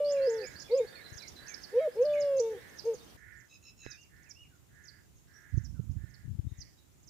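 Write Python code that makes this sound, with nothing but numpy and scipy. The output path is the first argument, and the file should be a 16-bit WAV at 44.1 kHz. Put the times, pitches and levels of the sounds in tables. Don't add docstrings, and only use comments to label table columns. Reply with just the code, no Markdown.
import sys
import numpy as np
from scipy import signal
from scipy.fft import rfft, irfft
from scipy.io import wavfile

SR = 44100
rng = np.random.default_rng(int(sys.argv[2]) if len(sys.argv) > 2 else 0)


def put_to_file(sound):
    columns = np.atleast_2d(sound).T
    safe = np.clip(columns, -1, 1)
    whole_steps = np.round(safe * 32767)
    wavfile.write(sys.argv[1], SR, whole_steps.astype(np.int16))


N = 312669
TIME = np.arange(N) / SR


def from_db(db):
    return 10 ** (np.asarray(db) / 20)


def rms_one(x):
    return x / np.sqrt(np.mean(x ** 2) + 1e-20)


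def along(rows, at):
    axis, *columns = np.transpose(rows)
    return [np.interp(at, axis, column) for column in columns]


def band(x, low_hz, high_hz, order=2):
    sos = signal.butter(order, [low_hz, min(high_hz, .49 * SR)], "band", fs=SR, output="sos")
    return signal.sosfilt(sos, x)


def drift(size, rate_hz):
    knots = rng.standard_normal(4096)
    return np.interp(np.arange(size) * rate_hz / SR, np.arange(len(knots)), knots)


def phase_of(hz):
    return 2 * np.pi * np.cumsum(hz) / SR


def add(out, start, sound):
    at = max(round(start * SR), 0)
    fades = signal.windows.tukey(len(sound), min(1, 128 / len(sound)))
    sound = (sound * fades)[:max(N - at, 0)]
    out[at:at + len(sound)] += sound


def pan(x, pan_db):
    return x * from_db([[min(pan_db, 0)], [min(-pan_db, 0)]])


def trees(x, wet_db, t60, delay_s):
    t = np.arange(SR) / SR
    echoes = rng.standard_normal((2, SR)) * (rng.random((2, SR)) < 900 / SR)
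    echoes *= from_db(-60 * t / t60) * (t > delay_s)
    echoes /= np.sqrt(np.sum(echoes ** 2, axis=1, keepdims=True)) + 1e-12
    return x + from_db(wet_db) * signal.fftconvolve(np.atleast_2d(x), echoes, axes=1)[:, :N]


# f/Hz, relative level/dB
EARLY_HUSH_EQ = [(25, -13.5), (60, -0.5), (120, -2.5), (250, -6), (500, -10.5), (1000, -16), (2000, -20),
                 (3500, -21), (6000, -26), (8000, -26), (15000, -28)]
LATE_HUSH_EQ = [(25, -19), (60, 3.5), (120, 1), (250, -13), (340, -12.5), (480, -21.5), (1000, -26),
                (2000, -28.5), (3500, -30), (5000, -33), (7200, -25.5), (8500, -32.5), (15000, -32.5)]


def hush(eq, level_db, bass_pan_db):
    hz = np.maximum(np.fft.rfftfreq(N, 1 / SR), 1)
    eq_hz, eq_db = np.transpose(eq)
    low_cut = hz ** 2 / (hz ** 2 + 30 ** 2)
    gain = from_db(np.interp(np.log(hz), np.log(eq_hz), eq_db)) * low_cut
    noise = rms_one(irfft(rfft(rng.standard_normal((2, N))) * gain, N))
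    bass = irfft(rfft(noise) / (1 + (hz / 250) ** 4), N)
    flutter = from_db(2.5 * drift(N, 18))
    return from_db(level_db) * (noise - bass + pan(bass, bass_pan_db) * flutter)


CREAK_BELOW_HZ = 440


def coo(start, rise, hold, fall, top_hz, sagged_hz, rest_hz=356, break_s=.0057, attack_s=.033):
    peak = start + rise
    drop = peak + hold
    end = drop + fall
    hz, = along([(start, rest_hz), (start + .29 * rise, 440.5),
                 (peak - break_s, min(552, top_hz)), (peak, top_hz),
                 (peak + hold / 2, top_hz - .263 * (top_hz - sagged_hz)), (drop, sagged_hz),
                 (drop + min(break_s, .4 * fall), min(464.5, sagged_hz)),
                 (drop + .7 * fall, CREAK_BELOW_HZ), (end, rest_hz)], TIME)
    pressure = np.interp(TIME, [start, start + attack_s, drop, end - break_s, end], [0, 1, 1, .5, 0])
    sounding = (TIME >= start) & (TIME < end)
    return hz[sounding], pressure[sounding]


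# t/s, rise/s, hold/s, fall/s, top f/Hz, f at the end of the hold/Hz
COOS = [(-0.242, .16, 0.35, 0.19, 592.5, 531), (.688, .0714, .0363, .06, 552.2, 529),
        (1.716, 0.092, 0.064, 0.013, 651, 591), (1.945, .1015, .347, .186, 597.5, 531.3),
        (2.836, 0.0474, 0.015, 0.0529, 465, 456)]
# harmonic number, level/dB
DOVE_OVERTONES = [(2, -63), (3, -72.5), (4, -72), (5, -67.5), (6, -71.5), (9, -79.5)]
# f/Hz, width/Hz, level/dB
DOVE_THROAT = [(489.3, 32.7, -20), (618, 74, -28.5)]


def dove(octave_lift_db=6.5, waver=.0048, creak=.4, creak_hz=84):
    voice, out = np.zeros(N), np.zeros(N)
    for start, *contour in COOS:
        hz, pressure = coo(start, *contour)
        size = len(hz)
        phase = phase_of(hz * (1 + waver * drift(size, 120)))
        slack = np.clip((CREAK_BELOW_HZ - hz) / 60 + .5, 0, 1)
        rattle = np.sin(phase_of(creak_hz * (1 + .52 * drift(size, 60))))
        envelope = np.sqrt(2) * pressure * (1 + creak * slack * rattle)
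        add(voice, start, envelope * np.sin(phase))
        lift_db = octave_lift_db * np.clip((520 - hz) / 50, 0, 1)
        for k, db in DOVE_OVERTONES:
            overtone_db = db + (lift_db if k == 2 else -lift_db / 2) + 2.5 * drift(size, 25)
            add(out, start, envelope * from_db(overtone_db) * np.sin(k * phase))
    for k, (hz, width, db) in enumerate(DOVE_THROAT):
        resonance = signal.lfilter(*signal.iirpeak(hz, hz / width, fs=SR), voice + 1e-18)
        out += (-1) ** k * from_db(db) * resonance
    return out


def songbird(notes, gesture, level_db, trill_hz, waver, rough, onset_s=.0043):
    out = np.zeros(N)
    for start, length, top_hz, db in notes:
        size = int(length * SR)
        pitch_ratio, shape_db, trill_depth = along(gesture, np.linspace(0, 1, size))
        trill = trill_depth * np.sin(phase_of(trill_hz * (1 + .065 * drift(size, 90))))
        hz = top_hz * pitch_ratio * (1 + trill + waver * drift(size, 600))
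        attack = 1 - np.exp(-(np.arange(size) / SR / onset_s) ** 2)
        envelope = attack * from_db(db + level_db + shape_db + 2.9 * drift(size, 220))
        grain = 1 + rough * drift(size, top_hz / 3)
        add(out, start, np.sqrt(2) * envelope * grain * np.sin(phase_of(hz)))
    return out


# t/s, length/s, level/dB
UPSWEEPS = [(0.04, 0.1, -40), (0.213, 0.11, -42), (0.398, 0.088, -42), (0.551, 0.08, -42.5),
            (0.706, 0.087, -43.5)]
# chip t/s, length/s, top f/Hz, level/dB, tsip lead/s, tsip level/dB
CHIRPS = [(0.356, 0.052, 5820, -49, .038, -51), (0.59, 0.019, 7180, -40.5, 0.068, -56),
          (1.168, 0.029, 6760, -41.5, .048, -50), (1.214, 0.03, 5880, -45.5, 0.062, -48),
          (1.622, 0.029, 6460, -39.5, 0.024, -53), (2.041, 0.025, 5790, -44, 0.038, -52.5),
          (2.194, 0.035, 6730, -41, 0.064, -61.5), (2.777, 0.03, 6290, -38.5, 0.027, -52.5),
          (2.971, 0.029, 6000, -53.5, 0.044, -49), (3.897, 0.03, 6830, -41, 0.071, -52),
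          (4.284, 0.04, 7130, -46, .068, -61), (4.862, 0.037, 6270, -46.5, 0.031, -53),
          (5.63, 0.036, 7210, -49.5, 0.071, -57), (6.133, 0.024, 5600, -53.5, 0.049, -64),
          (6.594, 0.036, 6490, -44, 0.027, -55), (7.057, 0.044, 6800, -54, .04, -62)]
# t/s, length/s, top f/Hz, level/dB
LONE_TSIPS = [(1.088, 0.017, 7400, -52), (1.459, 0.018, 5950, -45), (3.355, 0.059, 7600, -62.5),
              (4.0, 0.039, 6700, -58.5)]
BUZZES = [(0.605, 0.028, 6010, -45), (1.258, 0.038, 6932, -45.5), (1.533, 0.015, 5800, -37),
          (2.38, 0.028, 6960, -43)]
# position/note length, pitch/top pitch, level/dB, trill depth/pitch
UPSWEEP_GESTURE = [(0, 0.52, -9.5, 0), (0.09, .61, -2, 0.01), (.3, .655, -9, .01), (0.549, .69, -6, .01),
                   (.7, .72, -2.5, .01), (.75, .75, -6.5, .02), (0.79, .92, -5.5, .01), (.86, 0.95, -4, 0),
                   (.95, 1, -4.5, 0), (1, 0.97, -11, 0)]
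CHIP_GESTURE = [(0, 0.77, -16, 0.008), (0.2, 0.98, -7, 0.0013), (.36, 0.99, -4, 0.014),
                (.52, 0.8, -3.5, 0.016), (.68, .77, -1, .03), (.85, .7, -4, .03), (1, 0.68, -11, 0)]
TSIP_GESTURE = [(0, 0.33, -3, 0.0066), (.25, .91, -1, 0.0046), (.5, 0.95, -3.5, 0.0038), (.75, .9, -6, 0),
                (1, .66, -3, 0.0021)]
BUZZ_GESTURE = [(0, 0.44, -9.5, 0.15), (.45, 0.63, -3, 0.095), (.75, 1, 2.5, 0.087), (1, 0.64, -5.5, 0.038)]


def near_birds(upsweep_hz=7193, tsip_hz=7000, tsip_s=.029):
    upsweeps = [(start, length, upsweep_hz, db) for start, length, db in UPSWEEPS]
    chips = [row[:4] for row in CHIRPS]
    tsips = [(start - lead, tsip_s, tsip_hz, db) for start, *_, lead, db in CHIRPS] + list(LONE_TSIPS)
    song = songbird(upsweeps, UPSWEEP_GESTURE, level_db=-1.5, trill_hz=258.7, waver=.011, rough=.42)
    song += songbird(chips, CHIP_GESTURE, level_db=0, trill_hz=334.8, waver=.05, rough=.35, onset_s=.009)
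    song += songbird(tsips, TSIP_GESTURE, level_db=2, trill_hz=300, waver=.027, rough=.4, onset_s=.013)
    song += songbird(BUZZES, BUZZ_GESTURE, level_db=0, trill_hz=240.7, waver=.018, rough=.45)
    return band(song, 4250, 7350, order=4) * from_db(-1)


def flock(gesture, low_hz, high_hz, length_s, level_db, count):
    when, pitch, span, softness = rng.random((count, 4)).T
    starts = (np.arange(count) + when) / count * N / SR
    top_hz = low_hz * (high_hz / low_hz) ** pitch
    notes = np.column_stack([starts, length_s * (.5 + span), top_hz, -8 * softness])
    return songbird(notes, gesture, level_db, trill_hz=200, waver=.016, rough=.4)


# t/s, length/s, throat f/Hz, level/dB
CAWS = [(0.091, 0.57, 1742, -50), (0.8, 0.46, 1750, -54), (1.358, 0.29, 1716, -53),
        (1.622, 0.36, 1760, -56), (1.977, 0.41, 1682, -56.5), (2.493, 0.32, 1818, -54.5),
        (3.159, 0.31, 1800, -54), (3.825, 0.14, 1724, -55), (4.093, 0.24, 1804, -61.5),
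        (4.688, 0.37, 1750, -61), (5.268, 0.41, 1727, -59), (5.956, 0.34, 1773, -63.5),
        (6.496, 0.25, 1964, -68)]
# position/call length, pulse rate/Hz, level/dB
CAW_GESTURE = [(0, 74, -13), (.2, 84, -6.5), (.5, 83, -5.5), (.8, 79, -6.5), (.93, 60, -9.5),
               (1, 89, -21.5)]
# f/throat f, width/Hz, level/dB
CROW_THROAT = [(0.829, 200, -5.5), (.975, 170.6, 4.5), (1.12, 300, -3.5)]


def crows(jitter=.012, rasp=.35, level_db=3.5, bend=.05, swell_db=3):
    out = np.zeros(N)
    for start, length, throat_hz, db in CAWS:
        size = int(length * SR)
        pulse_hz, shape_db = along(CAW_GESTURE, np.linspace(0, 1, size))
        cycles = np.cumsum(pulse_hz * (1 + .06 * rng.normal() + jitter * drift(size, 80))) / SR
        voice = np.zeros(size)
        for ratio, width, mode_db in CROW_THROAT:
            late = cycles - ratio * 2
            clicks = np.diff(np.floor(late), prepend=np.floor(late[0]))
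            pulses = rms_one(clicks * from_db(2 * drift(size, 80)))
            puffs = rms_one(rng.standard_normal(size) * np.exp(-(late % 1)))
            hz = throat_hz * ratio
            voice += from_db(mode_db) * band(pulses + rasp * puffs, hz - width / 2, hz + width / 2)
        beak = np.sin(np.linspace(0, np.pi, size)) - np.linspace(.5, .8, size)
        voice = np.interp(np.cumsum(1 + bend * beak), np.arange(size), voice)
        add(out, start, from_db(db + level_db + shape_db + swell_db * beak) * rms_one(voice))
    return out


# t/s, top f/Hz, level/dB
SLURS = [(0.14, 2895, -45), (0.42, 2770, -44), (0.671, 2620, -49.5), (0.775, 2654, -50),
         (0.95, 2670, -46.5), (1.207, 2640, -48), (1.475, 2796, -45), (1.78, 2670, -46),
         (2.13, 2686, -41.5), (4.255, 2854, -59), (4.495, 1780, -62.5), (5.744, 1654, -61.5)]
# t/s, length/s, top f/Hz, level/dB
PIPES = [(0.635, 0.04, 3440, -60), (0.905, 0.069, 3600, -61.5), (1.037, 0.05, 4040, -51.5),
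         (1.193, 0.052, 4020, -50.5), (1.357, 0.048, 4015, -50.5), (1.477, 0.033, 6310, -42.5),
         (2.085, 0.05, 3510, -53), (2.362, 0.027, 6190, -48.5), (2.845, 0.033, 6320, -56.5),
         (5.15, 0.065, 6490, -66), (5.33, 0.056, 5670, -61.5), (6.47, 0.095, 3730, -71.5),
         (6.77, 0.045, 3860, -69)]
PEEPS = [(.863, 0.049, 4720, -55), (.946, 0.039, 4550, -53)]
# position/note length, pitch/top pitch, level/dB, trill depth/pitch
SLUR_GESTURE = [(0, 0.87, -10.5, 0), (.15, 0.94, -5, 0), (.5, .83, -2.5, 0.0063), (1, 0.79, -4.5, 0)]
PIPE_GESTURE = [(0, .98, -9, 0), (.18, 1, 0, .005), (.8, 1, -1, .005), (1, 1, -10, 0)]
PEEP_GESTURE = [(0, 0.86, -4.5, 0), (.3, .95, 5, 0.0044), (1, 0.99, -5, 0.0083)]


def far_birds(slur_s=.062):
    slurs = [(start, slur_s, hz, db) for start, hz, db in SLURS]
    return (songbird(PIPES, PIPE_GESTURE, level_db=-1.5, trill_hz=60, waver=.018, rough=.4)
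            + songbird(PEEPS, PEEP_GESTURE, level_db=-3.5, trill_hz=60, waver=.008, rough=.3)
            + songbird(slurs, SLUR_GESTURE, level_db=-5, trill_hz=90, waver=.016, rough=.31))


# t/s, peak level/dB, f/Hz, pan/dB
EDDIES = [(1.114, -36, 103, 25), (1.15, -39, 85.5, 25), (1.42, -47, 85, 5), (3.139, -43, 75, 21),
          (5.534, -16.5, 75, -44), (5.568, -13.5, 105.6, -46), (5.631, -34, 75, -30),
          (5.788, -21, 134.6, -40), (5.888, -22.5, 80, -42), (5.957, -22.5, 85.5, -31),
          (6.031, -28, 102, -34), (6.269, -31, 107, 27), (6.384, -19, 100, 37), (6.461, -22.5, 90, 25),
          (6.511, -27.5, 90, 29), (6.578, -34, 83.5, 20)]
# t/s, hold/s, level/dB, pan/dB
GUSTS = [(5.518, 0.4, -36, -34.5), (6.234, 0.084, -37, 24)]


def wind(attack_s=.0088, fall_db_per_s=64, lumps_db=4, eddy_rise_s=.00947, edge_db=-20):
    out = np.zeros((2, N))
    for start, hold, db, pan_db in GUSTS:
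        turbulence = rng.standard_normal((2, N)) * from_db(lumps_db * drift(N, 45))
        rumble = rms_one(band(band(turbulence, 50, 126), 47, 280, order=4))
        attack = np.clip((TIME - start) / attack_s, 0, 1)
        fall_db = fall_db_per_s * np.maximum(TIME - start - hold, 0)
        out += pan(attack * from_db(db - fall_db) * rumble, pan_db)
    t = np.arange(int(.06 * SR)) / SR
    swell = (t / eddy_rise_s * np.exp(1 - t / eddy_rise_s)) ** 5
    for start, db, hz, pan_db in EDDIES:
        eddy = np.zeros(N)
        phase = 2 * np.pi * hz * (t - eddy_rise_s)
        edge = from_db(edge_db) * swell * np.cos(3 * phase)
        add(eddy, start, from_db(db) * swell * (np.cos(phase) + edge))
        out += pan(eddy, pan_db)
    return band(out + 1e-18, 35, 1000)


# t/s, length/s, starting f/Hz, level/dB
NASAL_CALLS = [(3.482, 0.089, 1313, -60), (3.613, .1, 1340, -59.5), (3.765, 0.2, 1349, -60)]
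# harmonic number, level/dB
NASAL_HARMONICS = [(1, -20.5), (2, -.5), (3, -5.5), (4, -2.5), (5, -3)]


def nasal_bird(shake_hz=72, tremolo=.65, vibrato=.014, attack_s=.036, release_s=.02, sag_hz_per_s2=3400):
    out = np.zeros(N)
    for start, length, start_hz, db in NASAL_CALLS:
        t = np.arange(0, length, 1 / SR)
        hz = start_hz - sag_hz_per_s2 * t ** 2
        envelope = np.minimum(t / attack_s, 1) * np.minimum((length - t) / release_s, 1)
        shake = phase_of(shake_hz * (1 + .12 * drift(len(t), 49.5)))
        phase = phase_of(hz * (1 + vibrato * np.cos(shake) + .0251 * drift(len(t), 904)))
        voice = sum(from_db(harmonic_db + 4.2 * drift(len(t), 64)) * np.sin(k * phase)
                    for k, harmonic_db in NASAL_HARMONICS)
        add(out, start, from_db(db) * envelope * (1 + tremolo * np.sin(shake)) * voice)
    return out


# f/Hz, level/dB, t60/s
KNOCK_MODES = [(129, -2.5, 0.13), (267, 5, 0.01), (416, 10.5, 0.011), (830, 3, 0.0035), (2010, 10, 0.0023)]


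def knock(start_s=3.864, level_db=-39):
    t = np.maximum(TIME - start_s, 0)
    return sum(from_db(level_db + db - 60 * np.minimum(t / t60, 3)) * np.sin(2 * np.pi * hz * t)
               for hz, db, t60 in KNOCK_MODES)


# t/s, length/s, top f/Hz, level/dB
WHISTLES = [(3.96, 0.115, 2824, -61.5), (4.35, 0.13, 2890, -57.5)]
# position/note length, pitch/top pitch, level/dB, trill depth/pitch
WHISTLE_GESTURE = [(0, .87, -10, 0.005), (.16, 0.96, -4, 0.003), (.4, 1, -2.5, 0), (.64, 0.99, -3, 0),
                   (.72, .91, -11.5, .12), (1, .86, -13, 0.13)]


def whistling_bird():
    return songbird(WHISTLES, WHISTLE_GESTURE, level_db=1.5, trill_hz=75, waver=.0024, rough=.078)


def scene(drop_s=3.17):
    early = np.clip((drop_s - TIME) / .005, 0, 1)
    whistles = whistling_bird()
    tsips = flock(TSIP_GESTURE, low_hz=5660, high_hz=7600, length_s=.035, level_db=-72, count=90)
    peeps = flock(PEEP_GESTURE, low_hz=3287, high_hz=5530, length_s=.05, level_db=-75.5, count=120)
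    chatter = (tsips + peeps * early) * from_db(9 * early)
    chirps = trees(near_birds(), wet_db=-3.5, t60=.087, delay_s=.001)
    birds = pan(trees(chirps, wet_db=-11, t60=.4, delay_s=.015), pan_db=-18.5)
    birds += pan(trees(far_birds(), wet_db=-2.5, t60=.24, delay_s=.005), pan_db=-17.5)
    birds += pan(trees(chatter, wet_db=.5, t60=.18, delay_s=.002), pan_db=-11.5)
    birds += pan(trees(whistles, wet_db=-8, t60=.27, delay_s=.014), pan_db=-4)
    birds += pan(trees(nasal_bird(), wet_db=.5, t60=.17, delay_s=.002), pan_db=-6)
    birds += pan(trees(crows(), wet_db=0, t60=.13, delay_s=.0038), pan_db=-17)
    coos = trees(dove(), wet_db=-22, t60=.041, delay_s=.001)
    birds += trees(coos, wet_db=-30.5, t60=.49, delay_s=.058)
    air = early * hush(EARLY_HUSH_EQ, level_db=-55.5, bass_pan_db=-5)
    air += (1 - early) * hush(LATE_HUSH_EQ, level_db=-59.5, bass_pan_db=-6.5)
    return birds + air + wind() + pan(knock(), pan_db=-37)


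def record(dry):
    return signal.sosfilt(signal.ellip(10, .1, 80, 15400, fs=SR, output="sos"), dry)


dry = scene()
out = record(dry)
put_to_file(out)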